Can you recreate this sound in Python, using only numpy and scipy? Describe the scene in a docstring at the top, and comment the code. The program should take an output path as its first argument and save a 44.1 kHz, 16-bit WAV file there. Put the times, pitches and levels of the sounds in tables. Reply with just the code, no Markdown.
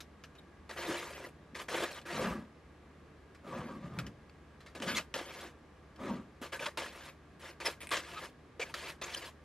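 """Slicing cabbage in a small kitchen

Cabbage is pushed in jerky strokes over the blade of a hand-held plastic slicer. Uneven bursts of clicks make
the tearing and hiss, and ring the slicer board dully. Leaves snap as short cracks and squeak as fluttering tones.
Now and then the plastic colander below scrapes over the counter: juddering clicks ring its bowl and rim.
A refrigerator-like hum of a few sine tones and shaped air noise fill the room."""
import sys
import numpy as np
from scipy import signal
from scipy.fft import rfft, irfft, next_fast_len
from scipy.io import wavfile
from scipy.ndimage import uniform_filter1d

SR = 44100
rng = np.random.default_rng(int(sys.argv[2]) if len(sys.argv) > 2 else 0)


def master(y):
    """Save y as 16-bit WAV."""
    cut = np.clip(np.atleast_2d(y).T, -1, 1)
    pcm = np.round(cut * 32767)  # scale
    wavfile.write(sys.argv[1], SR, pcm.astype(np.int16))


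N = 416304  # length in samples

# Steady air noise. Each row: pitch in Hz, relative level in dB.
AIR_SPECTRUM = [(20, -26), (76, 1), (98, -11), (148, -6), (382, -8.5), (725, -16), (1230, -21),
                (1900, -20.5), (3000, -28), (11700, -45), (15500, -58)]
AIR_DB = -57
# How alike the air noise is at left and right. Each row: pitch in Hz, likeness (1 is the same).
AIR_LIKENESS = [(150, 1), (380, 0.8), (1000, 0.88), (2380, 0.74), (15000, 0.03)]
# Resonances in the air noise. Each row: pitch in Hz, width in Hz, lift in dB.
AIR_RINGS = [(1160, 160, 7.5), (1640, 38, 9.5)]
# Tones of the motor hum. Each row: multiple of the hum pitch, level in dB.
HUM_TONES = [(1, -63.5), (2, -68.5), (4, -74)]
HUM_HZ = 75.3
# Other faint, wavering tones. Each row: pitch in Hz, level in dB.
WAVERING_TONES = [(60, -71.5)]

# Leaf ribs that snap, and clacks of plastic in the hands.
# Each row: start in seconds, level in dB (before a common trim), pitch in Hz, time to fade by 60 dB in seconds.
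SNAPS = [(0.004, -39.5, 5330, 0.086), (0.237, -41, 2390, 0.079), (0.351, -51.5, 1170, 0.12),
         (0.71, -33.5, 1590, 0.045), (0.777, -42, 2000, 0.08), (1.551, -37, 1710, 0.073),
         (1.742, -34, 550, 0.16), (1.776, -34, 1500, 0.068), (1.824, -32.5, 1200, 0.049),
         (2.014, -47, 3500, 0.061), (3.347, -49.5, 2000, 0.088), (3.987, -27.5, 1204, 0.072),
         (4.065, -38.5, 2600, 0.064), (4.295, -49, 2190, 0.03), (4.604, -50.5, 1640, 0.17),
         (4.661, -45.5, 1840, 0.17), (4.8, -35, 1500, 0.031), (4.821, -31.5, 1200, 0.09),
         (5.14, -23.5, 2540, 0.035), (5.959, -52, 4500, 0.055), (6.773, -24, 1490, 0.034),
         (7.914, -26.5, 1580, 0.27), (7.968, -26, 2730, 0.064), (8.601, -38, 2280, 0.15),
         (8.74, -27, 1790, 0.054)]
# Rings of a snapped rib. Each entry: ratio to its pitch.
SNAP_RATIOS = [.72, 1, 1.15, 2.08, 2.48]
# Leaves that squeak on the blade. Each row: start in seconds, level in dB, middle pitch in Hz,
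# length in seconds, overtones in dB against the main tone, glide in octaves.
SQUEAKS = [(0.381, -53.5, 3720, 0.02, -20, -0.069), (0.876, -30, 330, 0.05, -26, 0.2),
           (1.237, -44, 1960, 0.024, -33, 0), (1.924, -49, 4250, 0.014, -30, 0),
           (1.982, -48.5, 2980, .017, -30, 0), (4.884, -38.5, 1493, 0.031, -3.5, 0),
           (4.945, -37, 3430, 0.014, -12.5, 0.04), (4.957, -32, 2100, 0.034, -4, 0.03),
           (4.978, -34.5, 2620, 0.02, -10, -0.4), (6.593, -34.5, 2360, 0.0087, -26, -0.3),
           (6.667, -37.5, 597, 0.028, -7, -0.016), (7.654, -32, 5140, 0.028, -7, -0.1),
           (8.157, -40.5, 1265, 0.042, -10, -0.035), (8.611, -32.5, 2320, 0.032, -16, -0.03),
           (9.036, -40.5, 6500, 0.014, -30, 0.13), (9.136, -38, 4410, 0.0087, -25, -0.9),
           (9.144, -32.5, 3040, 0.0094, -10, -0.25), (9.167, -39, 4880, 0.02, -9, -0.019)]

# Jerks of the cabbage over the blade. 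Each row: start in seconds, rise in seconds, run in seconds,
# cutting level in dB, change over the run in dB, weight on the board in dB against the cutting.
STROKES = [ (0.692, 0.0017, 0.069, -43.5, -14.5, -1.5), (0.76, 0.028, 0.083, -39.5, -9, -4),
           (0.784, 0.15, 0.24, -38, -14, -4), (1.14, 0.015, 0.11, -54, 3, 2),
           (1.546, 0.003, 0.027, -45.5, 2, -4.5), (1.587, 0.0088, 0.021, -42, -2, -5.5),
           (1.683, 0.0024, .15, -39.5, 4, -0.5), (1.85, 0.012, 0.12, -44.5, -3.5, -4.5),
           (2.052, 0.074, 0.12, -41.5, 1, -2.5), (2.22, 0.016, 0.083, -51.5, 1.5, -13),
           (4.749, 0.0029, 0.042, -44.5, -15, 2.5), (4.81, 0.03, 0.044, -44.5, -13, 3.5),
           (4.86, 0.036, 0.036, -37, -5.5, -5), (4.925, 0.067, 0.01, -38, -7, -6),
           (5.14, 0.0018, 0.051, -40, -2, 0.5), (5.19, 0.028, 0.21, -49.5, -3.5, -4),
           (5.33, 0.022, .12, -53, 2, 2), (6.414, 0.0037, 0.046, -46, -3, -4),
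           (6.52, 0.011, 0.017, -40, -0.5, -4), (6.59, 0.042, 0.03, -40.5, -6, -3.5),
           (6.657, 0.008, 0.0076, -31.5, -10.5, -6), (6.774, 0.0015, 0.11, -36.5, -12, -4.5),
           (6.848, 0.032, 0.21, -56.5, 6.5, -3.5), (7.393, 0.073, 0.04, -47.5, -5.5, -5),
           (7.601, 0.001, 0.036, -41, -6.5, -2.5), (7.644, 0.022, 0.072, -33, -20.5, -6),
           (7.804, .012, 0.025, -49, 0.5, -7), (7.908, 0.026, 0.07, -32.5, -13, -4.5),
           (8.0, 0.034, 0.11, -51, 2.5, -6), (8.139, 0.049, 0.067, -48.5, 3, -5.5),
           (8.595, 0.0019, 0.022, -40, -3, -2), (8.63, 0.013, 0.063, -56, 1.5, -4),
           (8.742, 0.0022, 0.16, -46, 2, -7.5), (9.014, 0.0023, 0.032, -38.5, -6, -7),
           (9.05, 0.027, 0.2, -47, -1, -5.5), ]
STROKE_RISE_POWER, STROKE_STOP_S = 0.55, 0.019  # level grows as a power of time; fade when the push ends
# Sound of a tearing leaf. Each row: pitch in Hz, relative level in dB per Hz.
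TEAR_SPECTRUM = [(410, -11), (700, -1.5), (818, -20), (1020, -0.5), (1710, 1), (4830, -6.5), (12000, -16.5),
                 (15500, -12.5)]
# Frame around the blade. Each row: pitch in Hz, width in Hz, relative level in dB.
FRAME_MODES = [(906, 40, 21.5), (1200, 13, 7), (1680, 34, 7), (2100, 600, 6.5)]
# Slicer board. Each row: pitch in Hz, width in Hz, relative level in dB.
BOARD_MODES = [(347.8, 9.9, 3.5), (410, 91, 5), (527.4, 93, 10.5), (687, 26, -4.5)]
# Lift of the treble of the bite through the scene. Each row: time in seconds, lift in dB.
TREBLE_LIFT = [(0.7, 0), (2.4, 0), (4.7, 3.5), (7.6, 1.5), (9.3, 3)]
BITE_PATCHES_DB, HISS_PATCHES_DB = 2.4, 2.6  # how much the colour shifts from leaf to leaf

# Bright ticks as the leaf edge catches the blade. Each row: start in seconds, peak level in dB.
TICKS = [(1.29, -48), (4.8255, -37), (7.726, -42), (7.8055, -33), (7.816, -31), (7.824, -33), (7.831, -34),
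         (7.8715, -30), (7.892, -28), (7.907, -29)]
TICK_HZ, TICK_T60_S = 9000, 0.035  # main pitch; time for the driving noise to fade by 60 dB
# The cabbage bumps the board. Each row: start in seconds, level in dB, pitch in Hz.
KNOCKS = [(1.533, -35.5, 251), (4.801, -30, 260), (6.415, -29, 254), (8.595, -26, 455)]
KNOCK_T60_S = 0.037

# Slides of the colander. Each row: start in seconds, rise in seconds, run in seconds, rumble level in dB,
# scrape level of its feet in dB (before a common lift), boom pitch in Hz.
SLIDES = [(2.121, 0.14, 0.12, -37, -38, 211), (3.435, 0.15, 0.17, -43, -43.5, 206),
          (3.62, 0.089, 0.082, -47.5, -50.5, 243), (3.801, 0.056, 0.022, -43, -52, 157),
          (3.9, 0.094, 0.072, -40.5, -51.5, 148), (4.78, 0.11, 0.049, -41, -52, 199),
          (5.976, 0.12, 0.068, -39, -43, 223)]
RUMBLE_FADE_DB_PER_S, SCRAPE_FADE_DB_PER_S = -39, -97  # as the slide slows
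SLIDE_RISE_POWER, RUMBLE_STOP_S, SCRAPE_STOP_S = 0.6, 0.05, 0.045
SCRAPE_PATCHES_DB, RIM_WANDER = 1.8, 0.025  # shifts of colour; typical sway of the rim pitch as a fraction
# Colander bowl on the counter. Each row: pitch in Hz, width in Hz, relative level in dB.
BOWL_MODES = [(321, 28, -2), (530, 34, 1.5)]
# Upper rings of the colander. Each row: pitch in Hz, width in Hz, relative level in dB.
RIM_MODES = [(985, 9.1, -1), (1170, 89, 4), (1640, 8.5, -5)]
# Grit under its feet. Each row: pitch in Hz, relative level in dB per Hz.
FEET_SPECTRUM = [(240, -0.5), (400, 4.5), (1170, -7), (1960, -6), (7670, -32), (15500, -64)]
# The colander settles. Each row: start in seconds, level in dB.
THUMPS = [(2.3, -38), (4.029, -42)]
THUMP_HZ = 64.6

# Sound off counter and walls. Each row: pitch in Hz, level in dB against the direct sound.
REFLECTED = [(100, -32), (300, -21), (1400, -25), (4000, -14), (9000, -9)]
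# The left microphone port leads in the treble. Each row: pitch in Hz, lead in radians.
PORT_PHASE = [(2500, 0), (4400, .35), (7800, 1.1), (10500, 2.2), (14000, 3.1)]
PORT_WANDER_S, PORT_LEFT_DB = 19e-6, 0.5  # the lag between the ports shifts as the hands move; lift at left
# Treble of the microphone. Each row: pitch in Hz, level in dB.
MIC_TREBLE = [(11000, -1.5), (13500, -3.5), (15500, -40)]
EDGE_HZ = 15700  # little passes above this


def gain_of(db):
    """Turns decibels into a factor."""
    return 10 ** (np.asarray(db) / 20)


def evened(x):
    """Scales a signal to a typical size (rms) of 1."""
    return x / np.sqrt(np.mean(x ** 2) + 1e-20)


def read(points, hz):
    """Reads a table between its points, along log frequency."""
    f, value = np.transpose(points)
    return np.interp(np.log(hz + 1), np.log(f + 1), value)


def colour(x, spectrum):
    """Filters a sound by a spectrum in dB."""
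    size = next_fast_len(x.shape[-1])
    gains = gain_of(read(spectrum, np.fft.rfftfreq(size, 1 / SR)))
    return irfft(rfft(x, size) * gains, size)[..., :x.shape[-1]]


def resonate(x, hz, width_hz):
    """A resonance of gain 1: shifts its pitch down to zero, smooths, and shifts back."""
    turn = np.exp(2j * np.pi * np.cumsum(hz * np.ones(len(x))) / SR)
    r = np.exp(-np.pi * abs(width_hz) / SR)
    smooth = signal.lfilter([1 - r], [1, -r], x / turn + 1e-18)
    return 2 * (turn * smooth).real


def body(x, modes):
    """An object rings as a sum of resonances."""
    return evened(sum(gain_of(db) * resonate(x, hz, width) / np.sqrt(abs(width)) for hz, width, db in modes))


def add(mix, s, sound):
    """Mixes a sound in at time s, in seconds."""
    part = mix[max(round(s * SR), 0):][:len(sound)]
    part += sound[:len(part)]


def pushes(start, rise, run, level_db, change_db, power, stop_s):
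    """Envelopes that rise, run on with a slope and die away; overlapping ones add in power."""
    energy = np.zeros(N)
    rise, run = abs(rise) + 1e-3, abs(run) + 1e-3  # never quite zero
    for s, up, on, db, slope_db in zip(start, rise, run, level_db, change_db):
        t = np.arange(0, up + on + 12 * stop_s, 1 / SR)
        shape = np.minimum(t / up, 1) ** power * np.exp(-np.maximum(t - up - on, 0) / stop_s)
        level = gain_of(db + slope_db * np.clip((t - up) / on, 0, 1))
        add(energy, s, (shape * level) ** 2)
    return np.sqrt(energy)


def random_hits(per_s, spread_db, most):
    """Single-sample hits at random times, most of them small and a few large."""
    size = gain_of(spread_db * np.minimum(rng.exponential(1, N), most))
    return size * (rng.random(N) < per_s / SR)


def slips(per_s, spread_db, clump_db, clump_s):
    """Stick-slip clicks of uneven size that come in clumps."""
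    size = random_hits(per_s, spread_db, 5)
    clumps = evened(signal.oaconvolve(rng.standard_normal(N), np.hanning(round(clump_s * SR)), "same"))
    return evened(size * rng.choice([-1., 1.], N) * gain_of(clump_db * clumps))


def shifting(x, patchy_db):
    """Patches of the spectrum swell and fade at random, so the colour keeps shifting."""
    z = signal.stft(x, nperseg=512, noverlap=384)[2]
    noise = rng.standard_normal(z.T.shape)
    patches = uniform_filter1d(uniform_filter1d(noise, 12, 0), 5, 1).T
    return evened(signal.istft(z * gain_of(patchy_db * evened(patches)), nperseg=512, noverlap=384)[1][:N])


def air():
    """Steady air and machine noise, alike at both ports mainly in the bass and middle."""
    frames, hz = N // 512 + 5, np.fft.rfftfreq(2048, 1 / SR)
    a, b, c, d = rng.standard_normal((frames, 1025, 4)).T
    same = np.clip(read(AIR_LIKENESS, hz), -1, 1)[:, None]
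    left, other = a + 1j * b, c + 1j * d
    z = np.array([left, same * left + np.sqrt(1 - same ** 2) * other])
    rings_db = sum(db / (1 + (2 * (hz - f) / width) ** 2) for f, width, db in AIR_RINGS)
    z *= gain_of(read(AIR_SPECTRUM, hz) + rings_db)[:, None]
    return gain_of(AIR_DB) * evened(signal.istft(z, nperseg=2048, noverlap=1536)[1][:, :N])


def hum():
    """A motor hum of a few drifting sine tones, and narrow wavering noise beside it."""
    drift = evened(uniform_filter1d(rng.standard_normal(N), 6000))
    phase = 2 * np.pi * np.cumsum(HUM_HZ * (1 + 0.0071 * drift)) / SR
    motor = sum(np.sqrt(2) * gain_of(db) * np.sin(k * phase) for k, db in HUM_TONES)
    return motor + sum(gain_of(db) * evened(resonate(rng.standard_normal(N), hz, 3.0))
                       for hz, db in WAVERING_TONES)


def snaps():
    """A sudden broad crack that dies fast, ringing in bands about its own pitch; the board knocks with it."""
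    out, t = np.zeros(N), np.arange(4000) / SR
    cracks = colour(rng.standard_normal((len(SNAPS), len(t))), TEAR_SPECTRUM)
    for (s, db, hz, t60), crack in zip(SNAPS, cracks):
        rib = body(crack, [(ratio * hz, 0.067 * hz, 0) for ratio in SNAP_RATIOS])
        sound = evened(crack) + 0.4 * body(crack, BOARD_MODES) + 0.94 * rib
        fade = gain_of(db - 8.5 - 60 * t / max(t60, 0.005))
        add(out, s, fade * sound * np.minimum(t / 0.0012, 1))
    return out


def squeaks():
    """A leaf chatters on the blade at one wavering or sliding pitch for a moment, its grip fluttering."""
    out = np.zeros(N)
    chance = rng.standard_normal((len(SQUEAKS), 2, 3000))
    for (s, db, hz, length, over_db, glide), (noise, grip) in zip(SQUEAKS, chance):
        t = np.arange(min(round(length * SR), 3000)) / SR
        # a resonance at 0 Hz only smooths the noise
        waver = 0.79 * evened(resonate(noise, 0, 0.049 * hz))[:len(t)]
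        phase = 2 * np.pi * hz * np.cumsum(2 ** (glide * (t / length - 0.5))) / SR + waver
        tone = np.sin(phase) + gain_of(over_db) * (np.sin(2 * phase) + np.sin(3 * phase))
        flutter = gain_of(2.2 * evened(resonate(grip, 0, 250.0))[:len(t)])
        swell = abs(np.sin(np.pi * t / length)) ** 0.64
        add(out, s, gain_of(db) * tone * flutter * swell)
    return out


def crunch(per_s, cycles, spread_db):
    """Pieces of leaf of many sizes break and ring for a few cycles, each at one of 24 pitches."""
    pitches = np.geomspace(800., 7000., num=24)
    size = random_hits(per_s, spread_db, 4)
    piece, out = rng.integers(0, len(pitches), N), np.zeros(N)
    for k, hz in enumerate(pitches):
        turns = np.arange(1500) / SR * hz
        ring = np.sin(2 * np.pi * turns) * turns * np.exp(-3 * turns / cycles)
        ring /= np.linalg.norm(ring)
        out += gain_of(read(TEAR_SPECTRUM, hz)) * signal.oaconvolve(size * (piece == k), ring)[:N]
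    return evened(out)


def slicer():
    """Fibres tear and crunch on the blade; the slips ring the frame and shake the board under the hand."""
    start, rise, run, cut_db, change_db, weight_db = np.transpose(STROKES)
    cut = pushes(start, rise, run, cut_db, change_db, STROKE_RISE_POWER, STROKE_STOP_S)
    weight = pushes(start, rise, run, cut_db + weight_db, change_db, STROKE_RISE_POWER, STROKE_STOP_S)
    tear = evened(colour(slips(8000., 2.2, 1.5, 0.017), TEAR_SPECTRUM))
    dull_tear = evened(colour(tear, [(3000, -5.0), (6000, -12.0)]))
    bite = dull_tear + 0.55 * crunch(1400.0, 22., 3.8) + 0.51 * body(tear, FRAME_MODES)
    treble = colour(bite, [(1800, -40), (3000, 0)])
    treble_gain = gain_of(np.interp(np.arange(N) / SR, *np.transpose(TREBLE_LIFT)))
    bite = bite + (treble_gain - 1) * treble
    hiss = colour(slips(7000., 2.4, 0.64, 0.0069), [(2500, -11.0), (5000, 0.0), (12000, -3.5), (15500, -6.5)])
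    sliding = gain_of(-18.5) * cut ** 0.82  # the sliding hiss grows more slowly than the bite
    board = body(slips(3000., 3.03, 2.8, 0.017), BOARD_MODES)
    return cut * shifting(bite, BITE_PATCHES_DB) + weight * board + sliding * shifting(hiss, HISS_PATCHES_DB)


def ticks():
    """A sharp click, bright at the top, that also rings the frame briefly."""
    out, t = np.zeros(N), np.arange(1000) / SR
    for (s, db), noise in zip(TICKS, rng.standard_normal((len(TICKS), len(t)))):
        drive = gain_of(-60 * t / TICK_T60_S) * noise + 10 * (t == 0)
        bright = resonate(resonate(drive, TICK_HZ, 2500.0), TICK_HZ, 2500.0)
        sound = bright + 2.5 * resonate(drive, 2300.0, 570.0)
        add(out, s, gain_of(db) * sound / abs(sound).max())
    return out


def fading_tone(t, hz, db, t60_s, rise_s):
    """A sine tone that rises quickly and fades by 60 dB in t60_s."""
    return gain_of(db - 60 * t / t60_s) * np.sin(2 * np.pi * hz * t) * np.minimum(t / rise_s, 1)


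def knocks():
    """The cabbage bumps the board: a compact low knock of a few cycles."""
    out, t = np.zeros(N), np.arange(4000) / SR
    for s, db, hz in KNOCKS:
        add(out, s, fading_tone(t, hz, db, KNOCK_T60_S, 0.0044))
    return out


def colander():
    """The feet judder over the counter: the bowl booms, its rim rings, grit hisses; twice it thumps down."""
    start, rise, run, rumble_db, scrape_db, pitch_hz = np.transpose(SLIDES)
    rumble = pushes(start, rise, run, rumble_db, RUMBLE_FADE_DB_PER_S * run, SLIDE_RISE_POWER, RUMBLE_STOP_S)
    rub = pushes(start, rise, run, scrape_db, SCRAPE_FADE_DB_PER_S * run, SLIDE_RISE_POWER, SCRAPE_STOP_S)
    # each boom pitch holds until the next slide
    boom_hz = pitch_hz[np.maximum(np.searchsorted(start, np.arange(N) / SR) - 1, 0)]
    # the bowl bends as it is pushed
    flex = 1 + RIM_WANDER * evened(signal.oaconvolve(rng.standard_normal(N), np.hanning(4000), "same"))
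    judder = slips(2500., 0.49, 0.62, 0.014)
    bent_hz = boom_hz * flex ** 2
    boom = evened(resonate(resonate(judder, bent_hz, 130.0), bent_hz, 142.0))
    grit = slips(8000., 1.8, 1.3, 0.012)
    rim = body(grit, [(hz * flex, width, db) for hz, width, db in RIM_MODES])
    bowl = body(judder, [(hz * flex, width, db) for hz, width, db in BOWL_MODES])
    scrape = shifting(evened(colour(grit, FEET_SPECTRUM)) + 0.92 * rim + 1.28 * bowl, SCRAPE_PATCHES_DB)
    out, t = rumble * boom + gain_of(3.0) * rub * scrape, np.arange(9000) / SR
    for s, db in THUMPS:
        add(out, s, fading_tone(t, THUMP_HZ, db, 0.31, 0.0093))
    return out


def kitchen(x):
    """Direct sound at two ports, then a short tail of sparse echoes, another for each port."""
    taps = np.zeros((2, 8000))
    at = np.arange(40, 7960, 20) + rng.integers(0, 20, (2, 396))
    np.put_along_axis(taps, at, rng.choice([-1., 1.], at.shape), 1)
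    taps *= gain_of(-60 * np.arange(8000) / SR / 0.13)  # the echoes fade by 60 dB in 0.13 s
    taps /= np.linalg.norm(taps, axis=1)[:, None]
    tail = signal.fftconvolve(colour(x, REFLECTED)[None], taps, axes=1)[:, :N]
    hz, t, z = signal.stft(x, SR, nperseg=128, noverlap=96)
    wander = PORT_WANDER_S * evened(signal.oaconvolve(rng.standard_normal(len(t)), np.hanning(60), "same"))
    lag = read(PORT_PHASE, hz)[:, None] + 2 * np.pi * hz[:, None] * wander
    right = signal.istft(z * np.exp(-1j * lag), SR, nperseg=128, noverlap=96)[1][:N]
    return np.array([gain_of(PORT_LEFT_DB) * x, right]) + tail


def scene():
    """Everything on the counter sounds in the kitchen, over the floor of noise."""
    return kitchen(slicer() + snaps() + squeaks() + knocks() + ticks() + colander()) + air() + hum()


def record(dry):
    """The microphone loses the deepest bass and the top treble; then a steep filter cuts off the top."""
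    dry = signal.sosfilt(signal.butter(N=2, Wn=45, btype="high", fs=SR, output="sos"), dry)
    edge = signal.firwin(511, EDGE_HZ, window=("kaiser", 9), fs=SR)
    return signal.oaconvolve(colour(dry, MIC_TREBLE), edge[None], "same")


dry = scene()
out = record(dry)
master(out)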